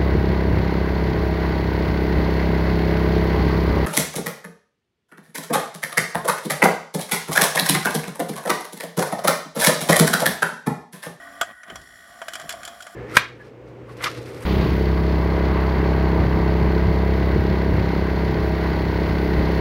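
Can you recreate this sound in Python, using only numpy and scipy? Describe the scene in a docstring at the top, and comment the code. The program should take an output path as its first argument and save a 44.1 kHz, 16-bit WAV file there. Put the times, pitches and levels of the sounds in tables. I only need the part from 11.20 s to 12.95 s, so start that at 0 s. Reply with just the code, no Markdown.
"""An open video recorder loads a cassette, heard from close by in a carpeted room.
At first a small motor hums, its gears whir and the head drum whines; at 0.2 s a latch snaps shut.
Near 0.5 s the carriage sinks with dull bumps, and soon the spinning heads tick against the tape.
From 0.8 s the motor runs again to thread the tape, and at 1 s the hollow cassette knocks into its seat.
To the end, guide levers strike the steel chassis and set its modes ringing."""
import sys
import numpy as np
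from scipy import signal
from scipy.fft import rfft, irfft, next_fast_len
from scipy.io import wavfile
from scipy.ndimage import map_coordinates

SR = 44100
rng = np.random.default_rng(int(sys.argv[2]) if len(sys.argv) > 2 else 0)


def to_wav(sig):
    """Store sig (one row per channel, or 1-D mono) as 16-bit WAV at the path in sys.argv[1].

    Samples outside -1..1 are clipped; the rate is SR.
    """
    pcm = np.clip(np.atleast_2d(sig), -1, 1) * 32767
    pcm = np.round(pcm).astype(np.int16)
    wavfile.write(sys.argv[1], SR, pcm.T)  # frames by channels


N = 77175


def amp(db):
    return 10 ** (np.asarray(db) / 20)


def unit(x):
    return x / np.sqrt(np.mean(x ** 2) + 1e-20)


def curve(rows):
    """Linear interpolation of (time, value) points, one value per sample."""
    return np.interp(np.arange(N) / SR, *np.transpose(rows))


def wobble(rate):
    """Smooth random modulation: a spline through `rate` knots a second."""
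    return map_coordinates(rng.standard_normal(400), [np.arange(N) * rate / SR], mode="wrap")


def noise(spectrum, size=N):
    """Random-phase synthesis: noise of rms 1 with the given spectral envelope."""
    hz, db = np.transpose(spectrum)
    f = np.fft.rfftfreq(size, 1 / SR)
    gain = amp(np.interp(np.log(f + 1), np.log(hz), db))
    return unit(irfft(gain * np.exp(2j * np.pi * rng.random(len(f))), size))


def tone(hz, waver):
    """Frequency modulation: a sine of rms 1 whose pitch wanders by the fraction `waver`."""
    return np.sqrt(2) * np.sin(2 * np.pi * np.cumsum(hz * (1 + waver * wobble(30.25))) / SR)


def add(track, start, sound):
    """Superpose a sound on the track from `start` seconds."""
    part = track[max(0, round(start * SR)):][:len(sound)]
    part += sound[:len(part)]


# envelope of the friction noise (time [s], level [dB])
HISS_ENVELOPE = [(0, -60), (.2, -58.5), (.34, -66.5), (.46, -70), (.56, -60.5), (.64, -60), (.95, -58.5),
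                 (1.2, -55.5), (1.75, -57)]
# spectra of the friction noise and the room (frequency [Hz], gain [dB])
HISS_SPECTRUM = [(1500, -33), (3200, 1), (4800, 2.5), (5700, 4), (6400, -2), (7200, 3.5), (9000, -5),
                 (11000, 3), (12200, -3), (16000, -13)]
ROOM_SPECTRUM = [(25, -27), (55, -13), (400, -10.5), (700, 6.5), (2500, -39), (9300, -11), (10900, 1.5),
                 (12000, -23), (16000, -69)]

def hiss():
    """Friction noise: sliding parts and tape hiss over the quiet room."""
    friction = amp(curve(HISS_ENVELOPE) + 0.88 * wobble(150)) * noise(HISS_SPECTRUM)
    return friction + amp(-64.5) * noise(ROOM_SPECTRUM)


# effort of the gear train (time [s], level [dB])
GEAR_ENVELOPE = [(0, -48), (.2, -48), (.315, -42), (.34, -63), (.45, -57), (.49, -42.5), (.57, -48),
                 (.64, -57.5), (.8, -56.5), (.9, -51), (1.0, -49), (1.2, -44), (1.38, -45), (1.54, -44.5),
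                 (1.58, -49), (1.75, -48.5)]
# spectrum of the whir (frequency [Hz], gain [dB])
GEAR_SPECTRUM = [(100, -26.5), (230, -5), (420, -19), (570, -4), (650, 1.5), (725, 4), (800, -6.5),
                 (930, -16), (1190, 2), (1310, -8.5), (1500, 0), (1750, -5), (2100, -13), (2600, -18.5),
                 (3150, -11.5), (3900, -24.5), (7000, -39), (15000, -35)]
# partials of the motor's first run (frequency [Hz], level [dB])
MOTOR_PARTIALS = [(280, -57.5), (688, -50.5), (1061, -61.5), (1174, -52.5)]
# partials while it threads the tape (frequency [Hz], level re the whir [dB])
THREAD_PARTIALS = [(690, -6.5), (1172, -13)]

def gears(mesh_hz=103, stop_s=0.227, restart_s=0.826, fade_s=0.03):
    """Amplitude modulation: meshing teeth chop a whir; the motor hums, stops, then whines anew."""
    t = np.arange(N) / SR
    teeth = 1 + 0.29 * tone(mesh_hz, waver=0.014) / np.sqrt(2)
    whir = unit(noise(GEAR_SPECTRUM) * teeth * amp(0.26 * wobble(70)))
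    running = np.clip((stop_s - t) / fade_s, 0, 1)
    hum = running * sum(amp(db) * tone(hz, waver=0.0096) for hz, db in MOTOR_PARTIALS)
    threading = np.clip((t - restart_s) / fade_s, 0, 1)
    whine = sum(amp(db + 2.5 * wobble(mesh_hz)) * tone(hz, waver=0.01216) for hz, db in THREAD_PARTIALS)
    return hum + (whir + threading * whine) * amp(curve(GEAR_ENVELOPE))


# envelope of the drum's whine (time [s], level [dB])
DRUM_ENVELOPE = [(0, -39), (.3, -41), (.8, -46), (1.0, -49), (1.15, -45), (1.35, -78), (1.75, -47)]
# spectrum of its rushing noise (frequency [Hz], gain [dB])
DRUM_SPECTRUM = [(500, -53), (1000, -3), (1300, 3), (1550, 6), (1700, 5), (1880, 15.5), (2010, 8),
                 (2100, -9), (2700, -22), (3100, -5), (4000, -26), (12000, -30)]
# its two partials, a column each (frequency [Hz], level re the envelope [dB])
DRUM_HZ = (1480, 1905)
DRUM_DB = (-13, -11.5)
# faint steady high whistles (frequency [Hz], level [dB])
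HIGH_WHISTLES = [(4317, -74), (5523, -73.5), (11025, -77)]
HEAD_PASS_HZ, HEAD_START_S = 59.95, 0.6398

def drum(whistle_start_s=0.53):
    """Rotational modulation: the drum motor's whine pulses as the heads pass; faint whistles join it."""
    t = np.arange(N) / SR
    passing = 1 + 0.18 * np.cos(2 * np.pi * HEAD_PASS_HZ * (t - HEAD_START_S))
    partials = sum(amp(db + 2.4 * wobble(22.24)) * tone(hz, waver=0.0029)
                   for hz, db in zip(DRUM_HZ, DRUM_DB))
    whine = amp(curve(DRUM_ENVELOPE)) * passing * (partials + amp(-9) * noise(DRUM_SPECTRUM))
    whistle = sum(amp(db + 3.8 * wobble(40.2)) * tone(hz, waver=0.00208) for hz, db in HIGH_WHISTLES)
    return whine + whistle * np.clip((t - whistle_start_s) / 0.046, 0, 1)


# envelope of the ticking (time [s], level [dB])
TICK_ENVELOPE = [(.62, -39.5), (.74, -38), (.95, -41.5), (1.2, -37), (1.75, -53)]
# modes of one tick (frequency [Hz], relative level [dB])
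TICK_MODES = [(1860, 3.5), (1950, -5), (3050, -8.5), (3350, -5.5), (5700, -11), (7200, -14)]

def heads(t60_s=0.019, attack_s=0.002, scatter_db=1.5):
    """Periodic impact: each passing head, two to a turn of the drum, ticks against the tape."""
    out, t = np.zeros(N), np.arange(SR // 25) / SR
    ring = sum(amp(db) * np.sin(2 * np.pi * hz * t) for hz, db in TICK_MODES)
    scrape = 0.1 * noise(HISS_SPECTRUM, size=len(t))
    tick = (ring + scrape) * amp(-60 * t / t60_s) * (1 - np.exp(-t / attack_s))
    for k in range(int((N / SR - HEAD_START_S) * HEAD_PASS_HZ)):
        add(out, HEAD_START_S + k / HEAD_PASS_HZ, tick * amp(scatter_db * rng.normal()))
    return out * amp(curve(TICK_ENVELOPE))


# envelope of the low rumble (time [s], level [dB])
RUMBLE_ENVELOPE = [(0, -63), (.33, -62), (.43, -76), (.52, -50.5), (.7, -61), (1.0, -67.5), (1.42, -56.5),
                   (1.75, -75)]
# its spectrum (frequency [Hz], gain [dB])
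RUMBLE_SPECTRUM = [(25, -12), (55, 2), (170, -5), (400, -7.5), (1000, -66), (4000, -80)]
# dull impacts (time [s], level [dB], frequency [Hz])
BUMPS = [(0.481, -45, 184), (0.5, -36, 395), (0.607, -44.5, 142), (1.226, -43, 161), (1.24, -39, 332),
         (1.252, -41, 165), (1.275, -51, 65), (1.415, -47.5, 171)]

def bumps(t60_cycles=12.5, attack_s=0.0018):
    """Constant-Q damping: bumps of carriage and casing die within a few cycles, over a low rumble."""
    out, t = np.zeros(N), np.arange(SR // 3) / SR
    for start, db, hz in BUMPS:
        thud = noise([(hz / 4, -30), (hz, 0), (hz * 3, -16), (hz * 20, -90)], size=len(t))
        body = np.sin(2 * np.pi * hz * t) + 0.5 * thud
        add(out, start, amp(db - 60 * t * hz / t60_cycles) * (1 - np.exp(-t / attack_s)) * body)
    return out + amp(curve(RUMBLE_ENVELOPE)) * noise(RUMBLE_SPECTRUM)


def carriage(start_s=0.514, from_hz=520, to_hz=50, glide_s=0.017, attack_s=0.016, t60_s=0.22):
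    """Damped glide: the sinking carriage falls from a hollow note to a thud."""
    t = np.maximum(np.arange(N) / SR - start_s, 0)
    hz = to_hz + (from_hz - to_hz) * np.exp(-t / glide_s)
    phase = 2 * np.pi * np.cumsum(hz * (t > 0)) / SR
    body = np.sin(phase) + 0.5 * wobble(103) * np.sin(2 * phase)
    return amp(-37 - 60 * t / t60_s) * (1 - np.exp(-t / attack_s)) * body


# modes of the cassette shell (frequency [Hz], level [dB])
SHELL_MODES = [(585, -37), (657, -30), (765, -33), (870, -38), (950, -35)]

def cassette(seat_s=1.016, t60_s=0.068, attack_s=0.0012):
    """Shell resonance: the hollow plastic cassette gives one woody knock as it seats."""
    t = np.maximum(np.arange(N) / SR - seat_s, 0)
    ring = sum(amp(db) * np.sin(2 * np.pi * (hz * t + rng.random())) for hz, db in SHELL_MODES)
    return ring * amp(-60 * t / t60_s) * (1 - np.exp(-t / attack_s))


# notes of small springs and pins (time [s], level [dB], frequency [Hz])
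PINGS = [(0.431, -46, 6000), (0.499, -30, 3070), (.5567, -33, 5770), (1.017, -33.5, 3130),
         (1.085, -26.5, 1530), (1.604, -29.5, 1473)]

def pings(t60_s=0.04, attack_s=0.0012):
    """Free vibration: flicked springs and pins ring briefly and a little roughly."""
    out, t = np.zeros(N), np.arange(SR // 8) / SR
    for start, db, hz in PINGS:
        ring = np.sin(2 * np.pi * hz * t + 0.75 * wobble(hz / 10)[:len(t)])
        add(out, start, amp(db - 60 * t / t60_s) * (1 - np.exp(-t / attack_s)) * ring)
    return out


def casing(x, echoes=12, spread_s=0.008, echo_db=-5, above_hz=2140):
    """Comb filtering: short reflections between the steel walls colour the treble."""
    walls = np.zeros(SR // 10)
    delays = (spread_s * SR * rng.random(echoes) ** 2).astype(int) + 20
    walls[delays] = rng.choice([-1, 1], echoes) / np.sqrt(echoes)
    treble = signal.sosfilt(signal.butter(4, above_hz, "high", fs=SR, output="sos"), x)
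    return x + amp(echo_db) * signal.fftconvolve(treble, walls)[:N]


# dense plate resonances in a low, middle and high band (frequency [Hz], gain [dB])
KNOCK_SPECTRUM = [(30, -48), (80, -21), (480, -19.5), (590, -4.5), (690, 4), (790, -10), (950, -7.5),
                  (1300, -5.5), (3000, -68)]
RING_SPECTRUM = [(700, -60), (1000, -20), (1450, 8.5), (1800, 0), (2300, -3.5), (2750, -8.5), (6000, -52)]
SNAP_SPECTRUM = [(1400, -6.5), (2500, 0.5), (3200, 9), (3900, -1), (5200, 1), (6300, -0.5), (7400, 3.5),
                 (9200, -7), (10900, -2), (16000, -45)]
# crack of a hard contact (frequency [Hz], gain [dB])
CRACK_SPECTRUM = [(6000, -30), (11000, 8), (14000, 9), (16000, -9)]
HARD_DB, CRACK_T60_S, KNOCK_RISE_S = -32, 0.0099, 0.0012
ROOM_DB, ROOM_T60_S = -19.5, 0.21

def strike(levels, modes, modes_db, dense_db, t60s, attack_s, spread):
    """Impact excitation: clear modes, dense plate resonances, a crack and a faint room tail."""
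    t = np.arange(SR // 4) / SR
    bands = np.zeros((3, len(t)))  # knock, ring, snap, as in levels, dense_db and t60s
    for hz, db, t60 in modes:
        band = int(hz > 1000) + int(hz > 2600)
        detuned_hz = hz * (1 + spread * rng.normal())
        phase = 2 * np.pi * (detuned_hz * t + rng.random())
        bands[band] += amp(levels[band] + modes_db + db + rng.normal() - 60 * t / t60) * np.sin(phase)
    for band, spectrum in enumerate((KNOCK_SPECTRUM, RING_SPECTRUM, SNAP_SPECTRUM)):
        fade = np.hypot(amp(-60 * t / t60s[band]), amp(ROOM_DB - 60 * t / ROOM_T60_S))
        bands[band] += amp(levels[band] + dense_db[band]) * fade * noise(spectrum, size=len(t))
    knock, ring, snap = bands
    crack_db = levels[-1] - 1.5 + min(0, levels[-1] - HARD_DB)  # soft contacts lose their crack
    crack = amp(crack_db - 60 * t / CRACK_T60_S) * noise(CRACK_SPECTRUM, size=len(t))
    slow_rise = 1 - np.exp(-(t / KNOCK_RISE_S) ** 2)  # the low resonance builds up last
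    return knock * slow_rise + (ring + snap + crack) * (1 - np.exp(-t / attack_s))


# lever and guide contacts (time [s], ring level [dB], knock level [dB], snap level [dB])
LEVER_CONTACTS = [(0.4324, -36.5, -55, -48), (0.4783, -38.5, -44, -53), (0.4994, -31, -39, -42.5),
                  (0.5560, -33, -36, -35.5), (0.6144, -55, -47.5, -46.5), (1.0161, -29.5, -31.5, -41),
                  (1.0824, -25.5, -36.5, -31), (1.1343, -32.5, -70, -30.5), (1.1424, -47, -48, -36.5),
                  (1.1533, -27, -33.5, -31.5), (1.1972, -31, -37.5, -35.5), (1.2144, -38, -50, -39),
                  (1.2925, -26, -39.5, -25.5), (1.3044, -25.5, -37, -31), (1.3123, -34, -47, -36.5),
                  (1.3234, -40, -41, -33), (1.3384, -38.5, -33, -50), (1.4314, -32, -57, -38.5),
                  (1.4504, -39, -69, -30.5), (1.4764, -33, -39.5, -34.5), (1.6053, -39.5, -60, -41.5),
                  (1.6224, -66, -60, -35.5), (1.6666, -33, -40, -40.5)]
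# modes of the steel chassis (frequency [Hz], relative level [dB], T60 [s])
CHASSIS_MODES = [(681.7, 0, 0.14), (1222, -13, 0.18), (1554, -17, 0.11), (1713, -6.5, 0.14),
                 (3143, -8.5, 0.14), (4670, -11.5, 0.073), (7700, -15, 0.023)]

def levers():
    """Plate vibration: levers and tape guides strike the chassis and excite its modes."""
    out = np.zeros(N)
    for start, ring, knock, snap in LEVER_CONTACTS:
        clack = strike((knock, ring, snap), CHASSIS_MODES, modes_db=-3.5, dense_db=(0, -1, 3),
                       t60s=(0.055, 0.045, 0.033), attack_s=0.001, spread=0.028)
        add(out, start, clack)
    return out


# latch contacts (time [s], knock level [dB], ring level [dB], snap level [dB])
LATCH_CONTACTS = [(.2104, -29, -26, -39), (.2128, -15.5, -15, -19.5), (.2165, -31, -22, -26),
                  (.2305, -27, -25, -35)]
# modes of the latch, a column each (frequency [Hz], relative level [dB], T60 [s])
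LATCH_HZ = (687, 1220, 1252, 1470, 1632, 2560, 3308, 4680, 7420, 10800)
LATCH_DB = (0.5, -0.5, 2.5, 0.5, -10, -14, -1.5, -14, -5.5, -18)
LATCH_T60_S = (.07, .075, .065, .07, .08, .045, .06, .05, .055, .03)

def latch():
    """Contact bounce: the latch touches, snaps home and rebounds, ringing each time."""
    out = np.zeros(N)
    for start, *levels in LATCH_CONTACTS:
        click = strike(levels, zip(LATCH_HZ, LATCH_DB, LATCH_T60_S), modes_db=-2.5,
                       dense_db=(-8, -7, -0.5), t60s=(0.04, 0.045, 0.028), attack_s=0.00044, spread=0.003)
        add(out, start, click)
    return out


def scene():
    """Superposition in mono; hiss, gears and levers sound from deep in the casing."""
    enclosed = casing(hiss() + gears() + levers())
    return (enclosed + drum() + heads() + bumps() + carriage() + cassette() + pings() + latch())[None]


def record(dry, low_hz=42, top_hz=16400):
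    """Band limiting: the deepest bass rolls off and nothing passes above the top frequency."""
    size = next_fast_len(N + SR // 2)
    hz = np.fft.rfftfreq(size, 1 / SR)
    low_cut = hz ** 4 / np.hypot(hz ** 4, low_hz ** 4)
    return irfft(rfft(dry, size) * low_cut * (hz < top_hz), size)[..., :N]


dry = scene()
out = record(dry)
to_wav(out)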